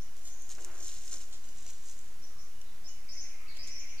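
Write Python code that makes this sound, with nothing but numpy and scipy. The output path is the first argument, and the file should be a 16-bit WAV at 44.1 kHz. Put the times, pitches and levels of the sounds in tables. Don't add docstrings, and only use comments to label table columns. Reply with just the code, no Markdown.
import sys
import numpy as np
from scipy import signal
from scipy.fft import rfft, irfft, next_fast_len
from scipy.io import wavfile
from scipy.ndimage import map_coordinates

SR = 44100
rng = np.random.default_rng(int(sys.argv[2]) if len(sys.argv) > 2 else 0)


def int16_out(signal):
    q = np.round(np.clip(np.atleast_2d(signal).T, -1, 1) * 32767)
    wavfile.write(sys.argv[1], SR, q.astype(np.int16))


N = 176400

# (frequency [Hz], relative level [dB])
AIR_COLOUR = [(10, -69.5), (22, -69), (45, -77.5), (90, -83), (150, -89.5), (400, -93), (900, -97),
              (2200, -99), (3500, -103), (6000, -106), (15000, -120)]
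HISS_COLOUR = [(100, -9), (1500, 1), (3500, -2), (5000, 1), (6300, 3.5), (8000, -2.5), (10000, -2.5),
               (15000, -3.5)]
# (frequency [Hz], left-right likeness [0-1])
AIR_LIKENESS = [(30, 0.31), (110, 1), (400, 0.39), (1500, 0.68), (4000, 0.1)]
# (frequency [Hz], time to fade by 60 dB [s])
FOREST_DECAY = [(200, 1), (2300, .65), (6000, .62), (12000, 0.63)]
# (time [s], length [s], first pitch [Hz], last pitch [Hz], relative level [dB], moment of leap [0-1])
CHIRP_NOTES = [(0., 0.034, 5850, 6690, -54.5, 0.64), (0.294, 0.043, 6050, 6800, -51.5, .5),
               (0.377, .065, 6140, 6630, -53, .5), (0.985, .07, 6100, 6400, -56, .5),
               (2.218, 0.045, 5650, 6240, -54.5, 0.64), (2.381, 0.048, 5650, 6240, -54, 0.61),
               (2.84, 0.058, 5190, 6410, -50, 0.56), (3.085, 0.064, 5330, 6180, -46, 0.55),
               (3.167, .06, 5404, 6530, -44.5, .6), (3.585, .06, 5030, 6150, -46, 0.72),
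               (3.683, .055, 5250, 5870, -46.5, 0.49), (3.75, 0.058, 5595, 6650, -45, 0.78),
               (3.868, 0.054, 5680, 6330, -51.5, 0.64)]
# (time [s], length [s], pitch [Hz], relative level [dB], quaver [share of pitch])
WHISTLE_NOTES = [(0.015, .1, 2930, -71, .012), (0.614, .05, 2890, -64, .01),
                 (1.426, 0.11, 2910, -64.5, 0.0073), (2.3, 0.15, 1210, -66, .06),
                 (2.487, 0.17, 2895, -73.5, .012), (2.881, 0.054, 2942, -63.5, .006),
                 (3.37, 0.114, 1240, -62.5, 0.066)]
# (peak time [s], rise [s], fall [s], level [dB], crunch re leaf [dB], left port lag [samples])
FOOTSTEPS = [(.17, 0.013, 0.045, -60, -12, 1.5), (0.274, 0.035, 0.027, -50, -12, 3.5),
             (0.504, 0.016, 0.04, -50.5, -6, -1), (.612, 0.022, 0.048, -52.5, -11, -1),
             (0.844, 0.072, 0.06, -45.5, -22, -2.5), (.882, .015, 0.11, -47.5, -8, -1.5),
             (1.085, 0.083, 0.034, -52.5, -11, 0.5), (1.13, 0.023, 0.029, -42, -15.5, -2),
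             (1.21, 0.021, 0.038, -51, -7, -1.5), (1.336, 0.023, 0.038, -55, 0.5, 5),
             (1.485, 0.07, 0.036, -56, -22, 2), (1.58, 0.044, 0.093, -57, -6.5, 1),
             (1.685, 0.044, 0.08, -54, -5.5, 1.5), (1.889, 0.053, 0.065, -52.5, -12, 1),
             (2.001, 0.012, 0.15, -63, -9, 5), (3.574, 0.015, 0.013, -56, 2, 4.5),
             (3.676, 0.0048, 0.018, -48.5, -10, -1.5)]
# (frequency [Hz], relative level [dB])
LEAF_COLOUR = [(200, -57), (2000, -19.5), (4300, -11.5), (5500, -6.5), (6800, 3.5), (8000, -4),
               (9800, -12.5), (15000, -22.5)]
LITTER_COLOUR = [(150, -19), (300, -1.5), (600, -1.5), (1500, -3.5), (3500, 4.5), (6000, 4.5), (14000, -51)]
# (time [s], relative peak [dB], pitch [Hz], crunch re leaf [dB], left port lag [samples])
STALK_BREAKS = [(0.1678, -44.5, 6500, -1.5, 0), (.194, -48, 7400, -20, -1.5), (0.422, -38, 8000, -7, 4),
                (0.493, -37, 6600, -15, 0.5), (.516, -35, 6440, -15, -1), (0.523, -39, 6900, -14, -0.5),
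                (.551, -39, 6460, -18, -6.5), (.609, -43, 7100, -16, -3), (0.647, -31, 6730, -14, -1.5),
                (0.648, -34, 7740, -18, -0.5), (0.805, -41.5, 6140, -14, -0.5),
                (0.846, -33, 7200, -18, 1.5), (0.871, -40, 6800, -24, -2), (.891, -37.5, 4100, -18, 2),
                (.942, -39, 7600, -3, -0.5), (1.079, -37, 5700, -15, -3), (1.1305, -31, 7200, -19, 1.5),
                (1.17, -37, 5200, -7, -2.5), (1.182, -41, 6800, -18, 0.5), (1.442, -44, 6600, -4, -1.5),
                (1.58, -46, 6660, -20, 2), (1.6652, -34, 6100, -4.5, 1.5), (1.7012, -35.5, 6900, -6, 1.5),
                (1.705, -39, 6800, -16, 0.5), (1.898, -39, 6400, -12, 1.5), (1.991, -38, 7000, -16, 1.5),
                (2.6155, -36, 5770, -3.5, 4), (3.571, -39, 6800, -1, 1.5), (3.673, -41, 7160, -9, -3.5)]
# (time [s], whirr level [dB], feather rush level [dB])
FLUTTER_LEVELS = [(.572, -83, -77), (0.584, -56, -57), (.62, -57.5, -72), (.66, -62, -61.5),
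                  (.73, -62, -59.5), (.78, -63, -60), (.835, -59.5, -65), (.86, -71, -80)]
# (frequency [Hz], relative level [dB])
WHIRR_COLOUR = [(240, -33), (310, 0), (355, 8), (410, -1), (600, -5.5), (900, -7), (1500, -30), (4000, -50)]
FEATHER_COLOUR = [(300, -19), (600, 1.5), (950, -2), (1500, 4.5), (2200, -4), (3200, -8.5), (6000, -37)]
SOIL_COLOUR = [(200, -28), (310, -4), (420, -6), (700, -10.5), (1500, -12), (4000, -35)]
# (time [s], length [s], first pitch [Hz], last pitch [Hz], relative level [dB])
SLUR_NOTES = [(2.639, 0.062, 4100, 3500, -64), (3.476, .05, 4760, 3830, -51.5),
              (3.975, .05, 4730, 3780, -50)]
# (time [s], relative level [dB])
TRILL_SWELL = [(2.88, -69), (3.0, -62.5), (3.15, -58.5), (3.5, -55.5), (3.75, -54), (4., -53.5)]


def amp(db):
    return 10 ** (np.asarray(db) / 20)


def unit_rms(x):
    return x / np.sqrt(np.mean(x ** 2) + 1e-20)


def progress(length_s):
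    return np.linspace(0, 1, int(length_s * SR))


def along(points, hz):
    knots_hz, values = np.transpose(points)
    return np.interp(np.log(hz + 1), np.log(knots_hz + 1), values)


def wobble(per_s, size):
    knots = rng.standard_normal(size // 8 + 4)
    return map_coordinates(knots, [np.arange(size) * per_s / SR], mode="wrap")


def filtered(x, response):
    size = x.shape[-1]
    padded = next_fast_len(size + 4096)
    return irfft(rfft(x, padded) * response(np.fft.rfftfreq(padded, 1 / SR)), padded)[..., :size]


def add(out, time_s, x):
    start = int(round(time_s * SR))
    first, last = max(start, 0), min(start + x.shape[-1], N)
    if last > first:
        out[..., first:last] += x[..., first - start:last - start]


def ports(x, lag):
    return filtered(x, lambda hz: np.exp(1j * np.pi * hz * lag / SR * np.array([[-1], [1]])))


def rush(colour, likeness):
    def mid_side_gains(hz):
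        angle = np.arccos(np.clip(along(likeness, hz), -1, 1)) / 2
        return amp(along(colour, hz)) * [np.cos(angle), np.sin(angle)]
    mid, side = filtered(rng.standard_normal((2, N)), mid_side_gains)
    return unit_rms(np.array([mid + side, mid - side]))


def air(rumble_db=-54.5, hiss_db=-60.5):
    rumble = rush(AIR_COLOUR, AIR_LIKENESS) * amp(0.48 * wobble(5.86, N))
    return amp(rumble_db) * rumble + amp(hiss_db) * rush(HISS_COLOUR, [(1000, 0.33)])


def note(hz, buzz, quaver, buzz_hz=188.9):
    size = len(hz)
    bend = 1 + buzz * np.sin(2 * np.pi * buzz_hz * np.arange(size) / SR)
    bend += quaver * wobble(per_s=1100, size=16384)[:size]
    phase = 2 * np.pi * np.cumsum(hz * bend) / SR
    return unit_rms(np.sin(phase) * signal.windows.tukey(size, 0.15))


def chirps(leap_width=0.103, lift_db=1):
    calls = []
    for start, length, low_hz, high_hz, db, leap_at in CHIRP_NOTES:
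        leap = (1 + np.tanh((progress(length) - leap_at) / leap_width)) / 2
        hz = low_hz + (high_hz - low_hz) * leap
        calls.append((start, amp(db + lift_db * leap) * note(hz, buzz=0.022, quaver=0.048)))
    return calls


def forest_echo(x, early_db, early_s, size=18432):
    hz, _, noise = signal.stft(rng.standard_normal((2, size)), SR, nperseg=256)
    t = np.linspace(0, size / SR, noise.shape[-1])
    trunks = amp(-60 * t / along(FOREST_DECAY, hz)[:, None])
    plants = amp(early_db) * np.exp(-t / early_s)
    tail = signal.istft(noise * (trunks + plants), SR, nperseg=256)[1]
    return signal.fftconvolve(np.atleast_2d(x), tail / np.linalg.norm(tail[0]), axes=1)[:, :N]


def through_trees(calls, direct_db, early_db, early_s, echo_db=-1.5):
    out = np.zeros((2, N))
    for start, call in calls:
        call = np.pad(call, (0, SR // 2))
        echo = forest_echo(call, early_db, early_s)[:, :len(call)]
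        add(out, start, amp(direct_db) * ports(call, lag=3.9) + amp(echo_db) * echo)
    return out


def whistles():
    return [(start, amp(db) * note(np.full(int(length * SR), hz), buzz=0, quaver=quaver))
            for start, length, hz, db, quaver in WHISTLE_NOTES]


def fracture(colour, pitch_scale=1, size=512):
    hz = np.fft.rfftfreq(size, 1 / SR)
    cepstrum = irfft(np.log(amp(along(colour, hz / pitch_scale))))
    cepstrum[1:size // 2] *= 2
    cepstrum[size // 2 + 1:] = 0
    click = irfft(np.exp(rfft(cepstrum)))
    return click / np.linalg.norm(click)


def crackle(colour, size, breaks_per_s=3000, spread_db=6.5, pitch_spread=0.065, leaves=3):
    out = np.zeros(size)
    for pitch_scale in np.exp(pitch_spread * np.linspace(-1, 1, leaves)):
        breaks = rng.random(size) < breaks_per_s / leaves / SR
        signs = rng.choice([-1, 1], size)
        strengths = amp(spread_db * np.clip(rng.standard_normal(size), -2, 2))
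        out += signal.fftconvolve(breaks * signs * strengths, fracture(colour, pitch_scale))[:size]
    return unit_rms(out)


def steps(cluster_db=2, clusters_per_s=180, size=22050):
    out = np.zeros((2, N))
    t = (np.arange(size) - size // 3) / SR
    for peak_s, rise, fall, db, crunch_db, lag in FOOTSTEPS:
        press = np.exp(-np.maximum(-t / rise, t / fall))
        clusters = amp(cluster_db * wobble(clusters_per_s, size))
        crush = crackle(LEAF_COLOUR, size) + amp(crunch_db) * crackle(LITTER_COLOUR, size)
        add(out, peak_s + t[0], ports(amp(db) * press * clusters * crush, lag))
    return out


def snaps(splinter=0.2, splinter_s=0.0019, leaf_hz=6860, size=1024):
    out = np.zeros((2, N))
    t = np.arange(size) / SR
    for start, db, hz, crunch_db, lag in STALK_BREAKS:
        force = (t == 0) + splinter * rng.choice([-1, 1], size) * np.exp(-t / splinter_s)
        click = fracture(LEAF_COLOUR, hz / leaf_hz) + amp(crunch_db) * fracture(LITTER_COLOUR)
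        snap = np.convolve(force, click)
        add(out, start, ports(amp(db) * snap / abs(snap).max(), lag))
    return out


def wings(flicker_db=1.4):
    t = np.arange(N) / SR
    times, whirr_db, feather_db = np.transpose(FLUTTER_LEVELS)

    def flutter(db):
        return amp(np.interp(t, times, db, left=-120, right=-120) + flicker_db * wobble(150, N))
    whirr = flutter(whirr_db) * rush(WHIRR_COLOUR, [(400, 0.97)])
    feathers = flutter(feather_db) * rush(FEATHER_COLOUR, [(1500, 0.98)])
    return whirr + feathers


def landing(start_s=1.118, gain_db=-55.5, rise_s=0.0047, fall_s=0.054):
    t = np.maximum(np.arange(N) / SR - start_s, 0)
    envelope = (1 - np.exp(-t / rise_s)) * np.exp(-t / fall_s)
    return amp(gain_db) * envelope * rush(SOIL_COLOUR, [(400, 1.0)])


def slurs():
    calls = []
    for start, length, high_hz, low_hz, db in SLUR_NOTES:
        hz = high_hz + (low_hz - high_hz) * progress(length)
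        calls.append((start, amp(db) * note(hz, buzz=0.022, quaver=0.057)))
    return calls


def trill(start_s=2.862, period_s=0.0848, note_s=0.065, climb_per_s=0.09, grow_db=7):
    calls = []
    elapsed = progress(note_s)
    first_note_hz = 2070 + (2700 - 2070) * (1 - elapsed) ** 2
    for onset in np.arange(start_s, N / SR, period_s):
        hz = first_note_hz * (1 + climb_per_s * (onset - start_s))
        db = np.interp(onset, *np.transpose(TRILL_SWELL)) + grow_db * (elapsed - 0.5)
        calls.append((onset, amp(db) * note(hz, buzz=0.068, quaver=0.0865)))
    return calls


def scene():
    ground = steps() + landing()
    stalks = amp(1) * snaps()
    echo = forest_echo(amp(-6) * ground + amp(-11) * stalks, early_db=5, early_s=0.008)
    close = ground + stalks + echo + wings()
    overhead = through_trees(chirps() + slurs(), direct_db=-10, early_db=-1, early_s=0.0038)
    far = through_trees(trill() + whistles(), direct_db=-10.5, early_db=-3.5, early_s=0.008)
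    return close + overhead + far + air()


def record(dry, left_db=0.08, top_hz=15400, dc_offset=-0.0378):
    return filtered(dry * amp([[left_db], [-left_db]]), lambda hz: hz < top_hz) + dc_offset


dry = scene()
out = record(dry)
int16_out(out)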